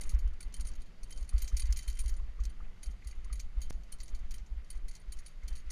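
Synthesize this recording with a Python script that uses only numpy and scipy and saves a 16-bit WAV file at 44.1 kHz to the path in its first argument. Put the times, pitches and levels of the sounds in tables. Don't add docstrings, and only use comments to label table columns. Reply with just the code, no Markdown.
import sys
import numpy as np
from scipy import signal
from scipy.io import wavfile
from scipy.ndimage import uniform_filter1d

SR = 44100
rng = np.random.default_rng(int(sys.argv[2]) if len(sys.argv) > 2 else 0)


def to_wav(s):
    ch = np.atleast_2d(s).T
    pcm = np.round(np.clip(ch, -1, 1) * 32767)
    wavfile.write(sys.argv[1], SR, pcm.astype(np.int16))


def invert_db(level):
    return 10 ** (np.asarray(level, dtype=float) / 20)


N = 251811

# peak in seconds, jolt
# in dB, build-up in ms.
RUTS_AND_HUMPS = [(0.133, -27, 0.64), (0.2416, -26, 3.3), (0.4507, -31.5, 7.2), (0.5834, -22.5, 9.7),
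                  (0.6432, -29, 8.1), (1.207, -33, 4.1), (1.3344, -26.5, 1.2), (1.42, -24.5, 7.3),
                  (1.5265, -25, 3.5), (1.631, -32.5, 0.84), (1.6878, -25, 3.1), (1.7575, -24.5, 11),
                  (1.874, -27, 5), (1.9914, -19.5, 12), (2.0489, -33, 0.79), (2.1096, -16.5, 16),
                  (2.2146, -38.5, 1.1), (2.3943, -23, 6.2), (2.4532, -22, 10), (2.8628, -24.5, 7.9),
                  (2.9267, -35.5, 6.8), (3.055, -40, 0.72), (3.311, -23.5, 7), (3.376, -30.5, 8.7),
                  (3.566, -29, 3.4), (4.3282, -37, 6.9), (4.5065, -33, 4.4), (4.56, -32, 5.1),
                  (4.7475, -17.5, 20.6), (5.432, -27, 8.4),
                  (0.0405, -10.5, 31), (0.2127, -18, 19), (0.311, -15.5, 25), (0.696, -8.5, 40),
               (0.7744, -11.5, 34), (1.017, -19.5, 23), (1.153, -18.5, 22), (1.5947, -25.5, 14),
               (1.939, -33, 8.3), (2.1832, -14, 26), (2.277, -25.5, 12), (2.61, -11, 35.4),
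               (4.404, -35.5, 6), (3.1656, -17, 23.6), (3.237, -12, 32.6), (3.428, -15.5, 26),
               (4.231, -20, 18.6), (3.6537, -13, 29), (3.7376, -26, 10.3), (3.7947, -22.5, 21),
               (3.922, -2.5, 71), (3.991, -13, 33.5), (4.125, -17, 18.8), (4.1994, -13, 34),
               (4.297, -7, 43.4), (4.83, -7.5, 44), (5.0726, -30, 8.6), (5.1495, -14.5, 33),
               (5.5088, -15.5, 19.8), (5.659, -24, 11.9)]
# frequency in Hz, level in dB per Hz.
WIND_SPECTRUM = [(45, -20), (70, 2), (105, -1.5), (135, -4.5), (190, -4), (255, -11.5), (360, -14),
                 (680, -18), (1000, -22), (1500, -26)]
# frequency in Hz, level in dB per Hz.
HISS_SPECTRUM = [(1760, -44), (3000, 4), (3710, 3), (4470, 7.5), (5200, -0.5), (6610, 3), (7180, -15),
                 (8010, -8), (9710, -3.5), (10700, -15), (12200, -32), (15500, -34)]
# frequency in Hz, level in dB per Hz.
GRIT_SPECTRUM = [(470, -16.5), (800, -25), (1030, -8), (1190, -3), (1760, -4.5), (2000, -0.5), (2510, -6.5),
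                 (2680, -13), (2870, -6), (3400, -11), (4420, -46), (7480, -120)]
# time in seconds, level in dB.
LOOSE_GRIT = [
    (0.0, -65.5),
    (0.33, -68.5),
    (1.02, -69.5),
    (1.59, -68),
    (1.96, -67.5),
    (2.19, -69.5),
    (2.93, -69),
    (3.23, -70),
    (3.61, -70.5),
    (5.71, -69),
]
# start in seconds, level in dB, rebound delay in ms, rebound level in dB.
CLIP_BOUNCES = [(0.0098, -45, 24.3, -46.5), (0.4047, -48, 22.4, -51.5), (0.54, -45.5, 25, -53),
                (0.597, -55.5, 10.6, -43.5), (0.668, -48.5, 18, -51.5), (0.803, -61.5, 15, -54),
                (1.1058, -50.5, 17, -45.5), (1.207, -58, 19, -58.5), (1.3793, -45.5, 23, -52),
                (1.4183, -42.5, 24, -48), (1.5955, -41, 23.6, -45), (1.654, -49, 14.6, -53),
                (1.7033, -54, 21.6, -41), (1.7695, -40.5, 18.8, -41), (1.8983, -48, 29, -55),
                (1.9502, -56, 20, -53), (2.037, -58, 20.4, -48.5), (2.0785, -48.5, 14, -47.5),
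                (2.139, -61, 26, -56), (2.436, -56.5, 15.5, -46), (2.8296, -45.5, 29.9, -50),
                (3.0875, -60, 23, -54), (3.3265, -47.5, 28, -53), (3.6983, -48, 28, -60.5),
                (4.3092, -49.5, 30.7, -46), (4.702, -47.5, 26, -60), (4.8834, -48, 28, -52.5),
                (5.1207, -46, 29.4, -74), (5.2609, -49.5, 19, -54), (5.4789, -49, 24, -60)]
# start in seconds, level in dB, chatter in ms, extra brightness in dB.
CLIP_CHATTERS = [(0.0929, -46.5, 8.5, 5), (0.116, -56, 8, 3.5), (0.1876, -53.5, 7.6, 1.5),
                 (0.275, -60.5, 5, 0), (0.648, -52, 5.3, -4), (0.7528, -55.5, 5.2, 4),
                 (1.032, -54.5, 5.4, 0.5), (1.1736, -54.5, 12, -1), (1.2423, -58.5, 6, -1),
                 (1.2902, -52.5, 8, 2.5), (1.4753, -45.5, 9.1, -1), (1.5654, -43, 13, 0),
                 (1.7614, -45, 4.1, -10), (1.8234, -49, 9.3, -1), (1.8764, -44.5, 12, 7.5),
                 (1.9889, -44, 11.8, 2), (2.4021, -59, 3.6, -20), (3.0703, -52, 7.7, 3),
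                 (3.3957, -44.5, 7.5, 1.5), (3.6152, -49, 15.4, 1.8), (3.9203, -48.5, 8.1, 4),
                 (4.0006, -48.5, 20, -8), (4.032, -56, 3.6, 5), (4.0784, -53, 9.4, -4),
                 (4.1465, -53.5, 10.2, -1), (4.9512, -53.5, 13.4, -1.5), (5.1867, -54.5, 8.2, 1),
                 (5.527, -58.5, 6.9, 0), (5.5535, -49.5, 18, -3), (5.7031, -46, 5.3, 1)]
LIGHT_TOUCHES = [0.0714, 0.1456, 0.3345, 0.5243, 0.716, 0.7347, 0.86, 1.095, 1.277, 1.3316, 1.362, 1.523,
                 1.545, 2.823, 2.91, 3.0439, 3.244, 3.6053, 3.8335, 3.9845, 4.19, 4.359, 4.463, 4.6443,
                 4.77, 4.879, 4.9293, 5.0137, 5.2538, 5.433]
CLIP_PITCHES = [2060, 2495, 3114, 3580, 3930, 4250, 4520, 5380, 5790, 6000, 6250, 6590, 7030, 7530, 8510,
                9150, 9510, 9700, 10100, 10600, 11800, 12400, 13290, 13900, 15080]
# width in Hz, level in dB.
CLIP_RINGING = [(132, -4.5), (131, -6), (39.4, -8), (88.6, -16.5), (54.3, -7), (137, -5), (101, 0.5),
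                (46.3, -17.5), (159, -13), (95, -13), (102, -18), (71.5, 1.5), (54, -7.5), (77.5, -9.5),
                (54.5, -9), (90, -4.5), (136, 2), (111, -11), (64.5, -5), (82, -20), (121, -19),
                (90, -12.5), (70, -15), (104, -15.5), (125, -12)]
# frequency in Hz, width in Hz, level in dB.
HOUSING_MODES = [(2210, 870, -12.5), (4530, 530, -5.5), (6140, 1930, 2), (9760, 770, -6),
                 (13300, 2500, -25)]
# middle of the scuff in seconds, level in dB, pitch in Hz.
STONE_PINGS = [(0.1211, -48, 1150), (0.4085, -47.5, 1530), (1.3269, -46.5, 1180), (1.5194, -45.5, 1230),
               (1.6227, -48, 1170), (1.7913, -42, 2050), (2.0408, -47.5, 1170), (2.2004, -48, 1160),
               (2.392, -45, 1150), (2.6045, -44, 1240), (2.8305, -60, 2210), (3.0245, -44.5, 2140),
               (3.1288, -45, 2080), (3.2605, -50, 1120), (3.3009, -45.5, 1220), (4.1165, -50, 1190),
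               (4.7494, -53, 1210), (5.4301, -46, 2120)]
# start in seconds, peak in dB.
TAG_RINGS = [(0.539, -72), (1.109, -54.5), (1.4188, -57), (1.4742, -56), (1.5913, -79), (1.725, -63),
             (1.7704, -56), (1.826, -59), (1.8826, -56), (1.954, -59), (2.0784, -61), (2.453, -64),
             (2.833, -60), (3.3315, -66), (3.3922, -69), (3.616, -56), (4.3094, -72), (5.2619, -73),
             (5.4814, -60)]

MOUNT_HZ, MOUNT_WIDTH_HZ = 53, 14
SAG_HZ, PADDING_HZ, FOAM_HZ = 8, 60, 95
WIND_DB, START_DB, START_SETTLE_S = -63, 7.5, 0.056
HISS_DB, AFTERGLOW_DB, AFTERGLOW_S = -76, -22, 0.098
GRIT_DB, CRUNCH_PER_JOLT = -1.5, 18.7
FRAME_HZ, FRAME_WIDTH_HZ, FRAME_DB = 2123, 62, -20
TOUCH_DB, TOUCH_MS, HIT_MS, REBOUND_MS = -62, 4.5, 6, 3.6
TOUCH_BRIGHT_DB, HIT_BRIGHT_DB, REBOUND_BRIGHT_DB = -5, 2, -1.5
DEBRIS_AFTER_MS, DEBRIS_DB, DEBRIS_MS = 36, -17, 9.8
UPPER_HZ, TOP_HZ = 7800, 11500
UPPER_DB, UPPER_PER_DB, TOP_DB, TOP_PER_DB = -2, 0.01, -15.5, 0.2
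COLOUR_SPREAD_DB = 3.5
TAG_HZ, TAG_WIDTH_HZ, TAG_DB = 3118, 8.2, -2.5
CHANGE_S, CHANGE_DB, CHANGE_SETTLE_S = 3.7074, -31, 0.0067
SELF_NOISE_DB, SELF_NOISE_TOP_HZ, CUTOFF_HZ = -87.5, 12700, 16250


def rms_one(x):
    return x / np.sqrt(np.mean(x ** 2) + 1e-20)


def butter(x, hz, kind, order=2):
    return signal.sosfilt(signal.butter(order, hz, kind, fs=SR, output="sos"), x)


def envelope(x, follow_s):
    return np.sqrt(np.abs(uniform_filter1d(x ** 2, round(follow_s * SR))) + 1e-14)


def in_time(rows):
    s, *columns = np.transpose(rows)
    return [np.interp(np.arange(N) / SR, s, c) for c in columns]


def drift(rate):
    r = np.exp(-80 * np.pi * rate / SR)
    noise = rng.standard_normal(N // 40 + 2002)
    slow = signal.lfilter([1], [1, -2 * r, r * r], noise)[2000:]
    return np.interp(np.arange(N) / 40, np.arange(len(slow)), rms_one(slow - slow.mean()))


def ring(clicks, hz, width_hz):
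    r, w = np.exp(-np.pi * width_hz / SR), 2 * np.pi * hz / SR
    poles = [1, -2 * r * np.cos(w), r * r]
    stretches = np.split(clicks + 1e-18, [round(CHANGE_S * SR)])
    return np.concatenate([signal.lfilter([0, np.sin(w)], poles, part) for part in stretches])


def banded(source, spectrum, patchy_db, rate):
    hz, level_db = np.transpose(spectrum)
    edges = hz[0] * 2 ** np.arange(0, np.log2(min(hz[-1], 19000) / hz[0]), .25)
    out, together = 0, drift(rate / 3)
    for k, (low, high) in enumerate(zip(edges, edges[1:])):
        band_db = np.interp(np.log(low * high) / 2, np.log(hz), level_db)
        flicker_db = patchy_db * (0.66 * together + drift(rate))
        out = out + invert_db(band_db + flicker_db) * butter(source[k % 2], [low, high], "band")
    return rms_one(out)


def bumps():
    load, t = np.zeros(N + SR), np.arange(-SR // 8, SR // 8) / SR
    for s, jolt_db, build_ms in RUTS_AND_HUMPS:
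        start = round(s * SR) + SR // 8
        push = np.exp(-np.abs(t) * np.where(t < 0, 1000, 2000) / build_ms) * 10 / build_ms
        load[start:start + len(t)] += invert_db(jolt_db) * push
    r = np.exp(-np.pi * MOUNT_WIDTH_HZ / SR)
    poles = [1, -2 * r * np.cos(2 * np.pi * MOUNT_HZ / SR), r * r]
    rung = butter(signal.lfilter([sum(poles)], poles, load), SAG_HZ, "high")
    padded = butter(rung, PADDING_HZ, "low")
    return butter(padded, FOAM_HZ, "low")[SR // 4:SR // 4 + N]


def sway(jolts, follow_s, calm_db):
    busy = np.sqrt(uniform_filter1d(jolts ** 2, round(follow_s * SR)) + invert_db(calm_db) ** 2)
    rocking = butter(rng.standard_normal(N + SR), [12, 30], "band")
    rocking = butter(rocking, 56.3, "low", order=4)[SR:]
    return busy * rms_one(rocking)


def headwind(shaking):
    level_db = WIND_DB + START_DB * np.exp(-np.arange(N) / SR / START_SETTLE_S)
    air = banded(rng.standard_normal((2, N)), WIND_SPECTRUM, patchy_db=1.64, rate=4.6)
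    return invert_db(level_db) * (1 + 12 * shaking) * air


def far_hiss(metal):
    level = np.hypot(invert_db(HISS_DB), invert_db(AFTERGLOW_DB) * envelope(metal, AFTERGLOW_S))
    return level * banded(rng.standard_normal((2, N)), HISS_SPECTRUM, patchy_db=.8, rate=6.7)


def grit(per_s, size_db):
    sizes = invert_db(size_db * np.minimum(rng.exponential(1, (2, N)), 5)) * rng.choice([-1, 1], (2, N))
    pops = rms_one(sizes * (rng.random((2, N)) < per_s / SR))
    roll = rng.standard_normal((2, N))
    return banded(.7 * pops + .7 * roll, GRIT_SPECTRUM, patchy_db=1.6, rate=30)


def tyre_crunch(shaking):
    loose_db, = in_time(LOOSE_GRIT)
    crunch = invert_db(loose_db + GRIT_DB) * (1 + CRUNCH_PER_JOLT * shaking) * grit(per_s=1500, size_db=3.0)
    hum = rms_one(ring(crunch, FRAME_HZ, FRAME_WIDTH_HZ))
    return crunch + invert_db(loose_db + FRAME_DB) * hum


def contacts():
    rows = CLIP_CHATTERS + [(s, db, HIT_MS, HIT_BRIGHT_DB) for s, db, _, _ in CLIP_BOUNCES]
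    rows += [(s + after_ms / 1000, db, REBOUND_MS, REBOUND_BRIGHT_DB) for s, _, after_ms, db in CLIP_BOUNCES]
    late = rng.uniform(.5, 1.6, len(rows)) * DEBRIS_AFTER_MS / 1000
    rows += [(row[0] + wait, row[1] + DEBRIS_DB, DEBRIS_MS, 0) for row, wait in zip(rows, late)]
    rows += [(s, TOUCH_DB, TOUCH_MS, TOUCH_BRIGHT_DB) for s in LIGHT_TOUCHES]
    s, level_db, chatter_ms, bright_db = np.transpose(rows)
    upper, top = (bright_db[:, None] + COLOUR_SPREAD_DB * rng.standard_normal((len(rows), 2))).T
    hard_db = level_db + 48
    upper_db = UPPER_DB + UPPER_PER_DB * hard_db + upper
    top_db = TOP_DB + TOP_PER_DB * hard_db + top
    return np.array([s, level_db, chatter_ms, upper_db, top_db])


def clips(ring_db, crack_db, spread_db, detune, count=60):
    s, level_db, chatter_ms, upper_db, top_db = contacts()[:, :, None]
    place = rng.random((len(s), count)) ** 1.3
    at = np.minimum(((s - .0008 + 3.0 * place * chatter_ms / 1000) * SR).astype(int), N - 1)
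    at = np.where((s < CHANGE_S) & (at >= CHANGE_S * SR), N - 1, at)
    swell = np.minimum(place * chatter_ms / .9, 1)
    force = swell * invert_db(level_db - 19.8 * place + 3.18 * rng.standard_normal(at.shape))
    modes = [(hz, *ringing) for hz, ringing in zip(CLIP_PITCHES, CLIP_RINGING)]
    twins = [(hz + detune * width_hz * rng.standard_normal(), width_hz, db + 1.5)
             for hz, width_hz, db in modes * 2]
    out = np.zeros(N)
    for body, gain_db, vary_db in ((modes + twins, ring_db, spread_db), (HOUSING_MODES, crack_db, 3.2)):
        strengths = invert_db(vary_db * rng.standard_normal((len(s), len(body))))
        for (hz, width_hz, db), strength in zip(body, strengths.T):
            colour_db = (upper_db + 1.5) * (UPPER_HZ < hz < TOP_HZ) + (top_db + 15.5) * (hz >= TOP_HZ)
            height = invert_db(gain_db + db + colour_db) * np.sqrt(width_hz / 100) * strength[:, None]
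            hits = force * height * rng.standard_normal(at.shape)
            clicks = np.bincount(at.ravel(), hits.ravel(), N)
            out += ring(clicks, hz, max(width_hz * 0.53, 8))
    return butter(out, 1270, "high")


def pings(width_hz, scuff_ms):
    out, scuff = np.zeros(N), np.hanning(round(scuff_ms * SR / 1000))
    for middle_s, level_db, hz in STONE_PINGS:
        start = round((middle_s - scuff_ms / 2000) * SR)
        push = np.zeros(SR // 8)
        push[:len(scuff)] = scuff * rng.standard_normal(len(scuff))
        note = ring(push, hz, width_hz)[:N - start]
        out[start:start + len(note)] += invert_db(level_db - 8.0) * note / np.abs(note).max()
    return out


def tag():
    s, level_db = np.transpose(TAG_RINGS)
    clicks = np.bincount((s * SR).astype(int), invert_db(level_db + TAG_DB), N)
    return butter(ring(clicks, TAG_HZ, TAG_WIDTH_HZ), [2900, 3300], "band")


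def scene_change():
    t = np.arange(N) / SR - CHANGE_S
    return -invert_db(CHANGE_DB - 6.0) * np.sign(t) * np.exp(-np.abs(t) / CHANGE_SETTLE_S)


def scene():
    jolts = bumps()
    low = jolts + invert_db(-7.5) * sway(jolts, follow_s=.15, calm_db=-43)
    shaking = envelope(jolts, .04)
    metal = clips(ring_db=-22.5, crack_db=-14.0, spread_db=3, detune=0.66)
    air = headwind(shaking) + far_hiss(metal)
    stones = pings(width_hz=110, scuff_ms=14)
    mix = low + air + tyre_crunch(shaking) + metal + stones + tag() + scene_change()
    return mix[None]


def roll_off(x):
    return signal.sosfilt(signal.butter(12, 15870, fs=SR, output="sos"), x)


def record(dry):
    hiss = butter(rng.standard_normal(N), 7000, "high")
    hiss = butter(hiss, SELF_NOISE_TOP_HZ, "low", order=24)
    heard = dry + invert_db(SELF_NOISE_DB) * rms_one(hiss)
    mix = signal.sosfilt(signal.cheby2(10, 60, CUTOFF_HZ, fs=SR, output="sos"), heard)
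    return roll_off(mix)


dry = scene()
out = record(dry)
to_wav(out)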